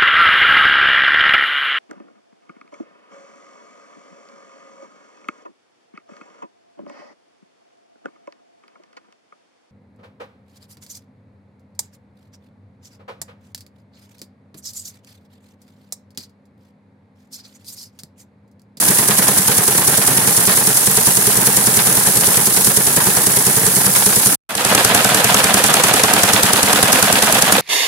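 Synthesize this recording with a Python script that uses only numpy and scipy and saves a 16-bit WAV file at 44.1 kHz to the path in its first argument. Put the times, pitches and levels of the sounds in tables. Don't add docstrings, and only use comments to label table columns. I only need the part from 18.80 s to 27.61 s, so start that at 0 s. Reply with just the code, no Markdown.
import sys
import numpy as np
from scipy import signal
from scipy.fft import rfft, irfft
from scipy.io import wavfile

SR = 44100
rng = np.random.default_rng(int(sys.argv[2]) if len(sys.argv) > 2 else 0)


def to_wav(sig):
    pcm = np.clip(np.atleast_2d(sig), -1, 1) * 32767
    pcm = np.round(pcm).astype(np.int16)
    wavfile.write(sys.argv[1], SR, pcm.T)


N = 388521
TIME = np.arange(N) / SR
TURN_S = .1982

# (frequency [Hz], level [dB])
CRACK_COLOUR = [(50, -47.5), (150, -4), (600, -18), (1400, -9), (2600, -15.5), (4300, -7), (5500, -1),
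                (7500, -1), (9700, 6.5), (12500, -3.5), (15700, -35)]
# (frequency [Hz], level [dB])
TICK_COLOUR = [(200, -14), (1000, -1.5), (2000, 4), (3500, 5), (6000, -10), (10000, -15), (15700, -13)]


def curtain_down():
    # (angle [turns], boom [dB], brightness [dB/octave])
    mats = [(0, -0.1, 0.3), (.503, -1.1, -0.6)]
    # (frequency [Hz], peak [dB], swell time [s])
    box_modes = [(94, -31.5, 0.0039), (135.7, -19, 0.0071), (198.4, -19.5, 0.0089), (191, -29.5, .022),
                 (223, -35, 0.0098), (422.3, -22.5, 0.011), (459.8, -23, 0.011)]
    # (angle [turns], knock [dB], tick [dB])
    blows = [(0, -18, -38), (.15, -21, -31), (.21, -25, -37), (.36, -31, -39), (.5, -18.5, -37.5),
             (.69, -22, -47), (.73, -32, -31), (.85, -34, -24)]
    # (time [s], hiss [dB], rumble [dB])
    feed = [(0, 2, 0.5), (.6, 0.5, 0), (1.2, 1, 1.5), (1.701, 1.5, 0), (2.3, 1.5, -2.5), (2.6, 1.5, 1.5),
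            (3.3, 2, 0.5), (3.8, 1.5, -0.5), (4.4, 1, 1), (5.5, 2, -0.5)]
    # (way from one slap to the next [0-1], level [dB])
    swish_shape = [(0, 1.5), (.18, 1), (.4, 1.1), (.8, 1), (1, 5)]
    # (frequency [Hz], level [dB])
    hiss_colour = [(1180, -30), (2000, -29), (2220, -19), (4420, -9), (7860, -3), (10100, 3), (13300, -5.5),
                   (15100, -9), (15600, -9)]
    rumble_colour = [(18, -42.5), (30, -54.5), (69, -20.5), (119, -3), (187, -2.5), (258, -4), (347, -6.5),
                     (441, -7.5), (619, -10.5), (886, -8), (1430, -12.5), (1680, -7.5), (2550, -19.5),
                     (3500, -21), (4550, -42.5), (7700, -120)]
    slaps = mat_slaps(mats, span_s=(.0878, 5.5))
    feed_s, *levels = np.transpose(feed)
    hiss_db, rumble_db = (np.interp(TIME, feed_s, db) for db in levels)
    return (cracks(slaps, CRACK_COLOUR, level_db=-11, rise_s=.0027, fall_s=.0038)
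            + booms(slaps, box_modes, level_db=-1)
            + clatter(slaps, blows, ring_s=.018, tick_s=.003, knock_db=-1, tick_db=-8.5)
            + ears() + kernels()
            + straw(hiss_colour, hiss_db + swish(slaps, swish_shape) - 19, flutter_db=1.5)
            + housing(rumble_colour, rumble_db - 26, flutter_db=3))


def curtain_up():
    # (angle [turns], boom [dB], brightness [dB/octave])
    mats = [(0, -0.18, 1.3), (.4934, 0.64, -1.2)]
    # (frequency [Hz], peak [dB], swell time [s])
    box_modes = [(87, -33, .004), (127.6, -18.5, 0.0055), (201.7, -21.5, 0.012), (211.3, -28, 0.025),
                 (290, -23.5, .01), (442.5, -23, 0.0096)]
    # (angle [turns], knock [dB], tick [dB])
    blows = [(0, -13.5, -26), (.14, -12, -9.5), (.215, -12.5, -15), (.265, -18.5, -22), (.295, -14, -10.5),
             (.365, -15.5, -33), (.5, -12.5, -31), (.645, -29, -15), (.725, -14.5, -21), (.77, -15, -11),
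             (.815, -12.5, -18), (.86, -13, -21), (.91, -22.5, -34)]
    # (way from one slap to the next [0-1], level [dB])
    swish_shape = [(0, 4.5), (.15, 4), (.3, 4.5), (.55, 4), (.7, 3), (.85, 1), (1, 5)]
    # (frequency [Hz], level [dB])
    crack_colour = [(40, -19), (90, -3), (200, -2), (700, -1), (1500, -1), (2500, -17.5), (4000, -5.5),
                    (6000, -1), (7500, -1), (9700, 2), (12000, -2), (15700, -29)]
    hiss_colour = [(1180, -21), (2000, -1), (2140, -9.5), (3080, -3), (5870, -2.5), (9260, 0.5),
                   (11000, 0.5), (15600, -13.5)]
    rumble_colour = [(18, -37), (30, -31.5), (69, -17), (107, -10), (199, -4), (354, -9), (583, -4.5),
                     (712, -1), (904, -3), (959, -3), (1710, -3), (2130, -11), (2400, -6.5), (3500, -13),
                     (4550, -45), (7700, -120)]
    slaps = mat_slaps(mats, span_s=(5.7522, 8.8))
    swish_db = swish(slaps, swish_shape)
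    return (cracks(slaps, crack_colour, level_db=-5, rise_s=.0012, fall_s=.0025)
            + booms(slaps, box_modes, level_db=-1)
            + clatter(slaps, blows, ring_s=.013, tick_s=.0036, knock_db=-1, tick_db=-3.5)
            + straw(hiss_colour, swish_db - 23, flutter_db=2)
            + housing(rumble_colour, 1.28 * swish_db - 25.5, flutter_db=2.5))


def mat_slaps(mats, span_s, uneven_db=1):
    # (time [s], speed [turns/s])
    drum_speed = [(1.2, 5.047), (1.5, 5.03), (2, 5.022), (3, 4.99), (5.5, 5.053), (5.7, 5.048)]
    # (time [s], boom [dB])
    soft_slaps = [(1.776, -5), (1.972, -13), (5.165, -7), (6.941, -6), (7.038, -1)]
    turns = np.cumsum(np.interp(TIME, *np.transpose(drum_speed))) / SR
    first, last = np.interp(span_s, TIME, turns)
    slaps = []
    for turn in np.arange(first, last):
        for angle, boom_db, bright_db in mats:
            if turn + angle < last:
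                s = np.interp(turn + angle, turns, TIME)
                soft_db = sum(db for at, db in soft_slaps if abs(s - at) < TURN_S / 10)
                slaps.append((s, boom_db + soft_db + uneven_db * rng.standard_normal(), bright_db))
    return slaps


def cracks(slaps, colour, level_db, rise_s, fall_s):
    t, force = np.arange(-SR // 60, SR // 30) / SR, np.zeros(N)
    variations = np.exp(.13 * rng.standard_normal((len(slaps), 3)))
    for (s, *_), (strength, rise_scale, fall_scale) in zip(slaps, variations):
        width_s = np.where(t < 0, rise_s * rise_scale, fall_s * fall_scale)
        add(force, s + t[0], strength * np.exp(-(t / width_s) ** 2 / 2))
    return amp(level_db) * coloured(force * rng.standard_normal((2, N)), colour)


def booms(slaps, modes, level_db, detune=.039, uneven_db=1.5, sag=.16, lift_s=.0098, pivot_hz=200):
    t, out = np.arange(SR // 6) / SR, np.zeros((2, N))
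    sagged_time = np.cumsum(1 - sag * np.exp(-t / lift_s)) / SR
    for s, boom_db, bright_db in slaps:
        for hz, db, swell_s in modes:
            level_draw, pitch_draw, side_draw = rng.standard_normal(3)
            mode_db = db + bright_db * np.log2(hz / pivot_hz) + uneven_db * level_draw
            envelope = amp(level_db + boom_db + mode_db) * t / swell_s * np.exp(1 - t / swell_s)
            phase = 2 * np.pi * hz * (1 + detune * pitch_draw) * sagged_time
            add(out, s, envelope * np.sin([phase, phase + np.pi * side_draw]))
    return out


def clatter(slaps, blows, ring_s, tick_s, knock_db, tick_db, uneven_db=1.5):
    spots, times = [panel() for _ in blows], slap_times(slaps)
    t = np.arange(spots[0].shape[1]) / SR
    knocks, ticks = np.zeros((2, N)), np.zeros(N)
    alike = .65
    for turn in range(len(times) // 2):
        scatter_db = uneven_db * rng.standard_normal((len(blows), 2))
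        for (angle, wood_db, tip_db), spot, (wood_scatter, tip_scatter) in zip(blows, spots, scatter_db):
            s = np.interp(2 * (turn + angle), np.arange(len(times)), times, right=-1)
            ring = np.sqrt(alike) * spot + np.sqrt(1 - alike) * panel()
            if s > 0:
                add(knocks, s, amp(wood_db + wood_scatter) * ring * np.exp(-t / ring_s))
                add(ticks, s, amp(tip_db + tip_scatter) * np.exp(-t / tick_s))
    # (frequency [Hz], level [dB])
    knock_colour = [(70, -30), (130, -2), (220, -0.5), (350, -5.5), (560, 1.5), (800, 1), (1100, -2.5),
                    (1700, -3.5), (2300, -10), (4000, -10.5), (8000, -31)]
    return (amp(knock_db) * coloured(knocks, knock_colour)
            + amp(tick_db) * coloured(ticks * crackle(spread_db=4.5), TICK_COLOUR))


def panel(size=4096):
    strength = amp(9 * np.clip(rng.standard_normal(size // 2 + 1), -3, 2.3))
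    real, imaginary = rng.standard_normal((2, 2, len(strength)))
    ring = irfft(strength * (real + 1j * imaginary))
    return ring / ring.std()


def ears(random_count=16):
    # (time [s], level [dB])
    timed_ears = [(0.308, -17), (0.716, -18.5), (1.017, -22), (1.215, -20), (1.68, -19), (1.694, -21.5),
                  (2.512, -25), (2.99, -15), (4.203, -20), (5.151, -17.5)]
    # (frequency [Hz], level [dB])
    colour = [(150, -12), (500, 3.5), (900, 4), (1700, 2), (2600, -2.5), (5000, -3), (15700, -31)]
    knocks = bursts(timed_ears, colour, level_db=2, fall_s=.016)
    random_ears = zip(rng.random(random_count) * TIME[-1], rng.standard_normal(random_count))
    return knocks + bursts(random_ears, colour, level_db=-18.5, fall_s=.016)


def stalk_snaps():
    # (time [s], level [dB])
    snaps = [(1.525, -20), (3.409, -12), (3.739, -14), (3.845, -10), (4.588, -13), (5.469, -7),
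             (6.144, -14), (8.121, -12)]
    return bursts(snaps, CRACK_COLOUR, level_db=0, fall_s=.0081)


def kernels(count=220):
    hits = [(s, 0) for s in rng.random(count) * TIME[-1]]
    return bursts(hits, TICK_COLOUR, level_db=-19, fall_s=.0006)


def straw(colour, level_db, flutter_db):
    return coloured(crackle(spread_db=2) * amp(level_db + flutter_db * drift(per_s=220)), colour)


def swish(slaps, shape):
    times = slap_times(slaps)
    progress = np.interp(TIME, times, np.arange(len(times))) % 1
    return np.interp(progress, *np.transpose(shape))


def housing(colour, level_db, flutter_db):
    return coloured(rng.standard_normal((2, N)) * amp(level_db + flutter_db * drift(per_s=120)), colour)


def motor(level_db, hum_hz=121, waver_db=2):
    envelope = amp(level_db + waver_db * drift(per_s=6))
    hum = envelope * np.sin(2 * np.pi * hum_hz * TIME + drift(per_s=5.4))
    return np.array([hum, np.zeros(N)])


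def slap_times(slaps):
    s = np.transpose(slaps)[0]
    return np.r_[s[0] - TURN_S, s[0] - TURN_S / 2, s, s[-1] + TURN_S / 2]


def bursts(events, colour, level_db, fall_s):
    t, force = np.arange(SR // 16) / SR, np.zeros(N)
    for s, db in events:
        add(force, s, amp(db + level_db) * np.exp(-t / fall_s))
    return coloured(force * rng.standard_normal((2, N)), colour)


def crackle(spread_db, size=24):
    grains = np.repeat(amp(spread_db * rng.standard_normal(N // size + 1)), size)[:N]
    return rng.standard_normal((2, N)) * grains / np.sqrt(np.mean(grains ** 2))


def drift(per_s):
    knots = np.arange(0, TIME[-1] + 1, 1 / per_s)
    return np.interp(TIME, knots, rng.standard_normal(len(knots)))


def coloured(x, colour, size=4096):
    log_gain = np.log(amp(read(colour, abs(np.fft.fftfreq(size, 1 / SR)))))
    taps = np.fft.ifft(np.exp(np.conj(signal.hilbert(log_gain)))).real[:size // 2]
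    return signal.oaconvolve(x, taps[None] / np.linalg.norm(taps), axes=1)[:, :N]


def read(points, hz):
    f, db = np.transpose(points)
    return np.interp(np.log(hz + 1), np.log(f + 1), db)


def add(mix, s, sound):
    part = mix[..., max(round(s * SR), 0):][..., :sound.shape[-1]]
    part += sound[..., :part.shape[-1]]


def amp(db):
    return 10 ** (np.asarray(db) / 20)


def scene(left_lag_s=.00011):
    # (time [s], gain [0-1])
    fade_out = [(5.545, 0.96), (5.558, 0)]
    fade_in = [(5.69, 0), (5.693, 0.25), (5.745, 0.31), (5.8, 0.53), (5.86, 0.71), (5.93, 0.96)]
    # (frequency [Hz], side minus mid [dB])
    width = [(30, 0), (60, -4), (120, -12.5), (220, -13), (400, -13), (700, -11), (1300, -5), (2400, -.5),
             (15000, 0)]
    # (frequency [Hz], left minus right [dB])
    balance = [(60, -4.5), (110, -1.5), (200, -1), (380, -1), (700, -0.5), (1290, -3.5), (2380, -2),
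               (4400, -1.5), (8120, 0.5), (15000, -6.5)]
    covered = (curtain_down() + motor(level_db=-38.5)) * np.interp(TIME, *np.transpose(fade_out))
    bare = (curtain_up() + motor(level_db=-35.5)) * np.interp(TIME, *np.transpose(fade_in))
    mid, side = rfft(covered + bare + stalk_snaps(), 2 * N)
    hz = np.fft.rfftfreq(2 * N, 1 / SR)
    side *= amp(read(width, hz))
    lean = amp(read(balance, hz) / 2)
    lag = np.exp(-2j * np.pi * hz * left_lag_s)
    return irfft(np.array([(mid + side) * lean * lag, (mid - side) / lean]))[:, :N]


def record(dry, low_cut_hz=55, ceiling=.95, high_cut_hz=15800):
    thin = signal.sosfilt(signal.butter(2, low_cut_hz, "high", fs=SR, output="sos"), dry)
    rounded = thin / (1 + (thin / ceiling) ** 6) ** (1 / 6)
    low_pass = signal.firwin(511, high_cut_hz, window=("kaiser", 9), fs=SR)
    return signal.oaconvolve(rounded, low_pass[None], "same")


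dry = scene()
out = record(dry)
to_wav(out)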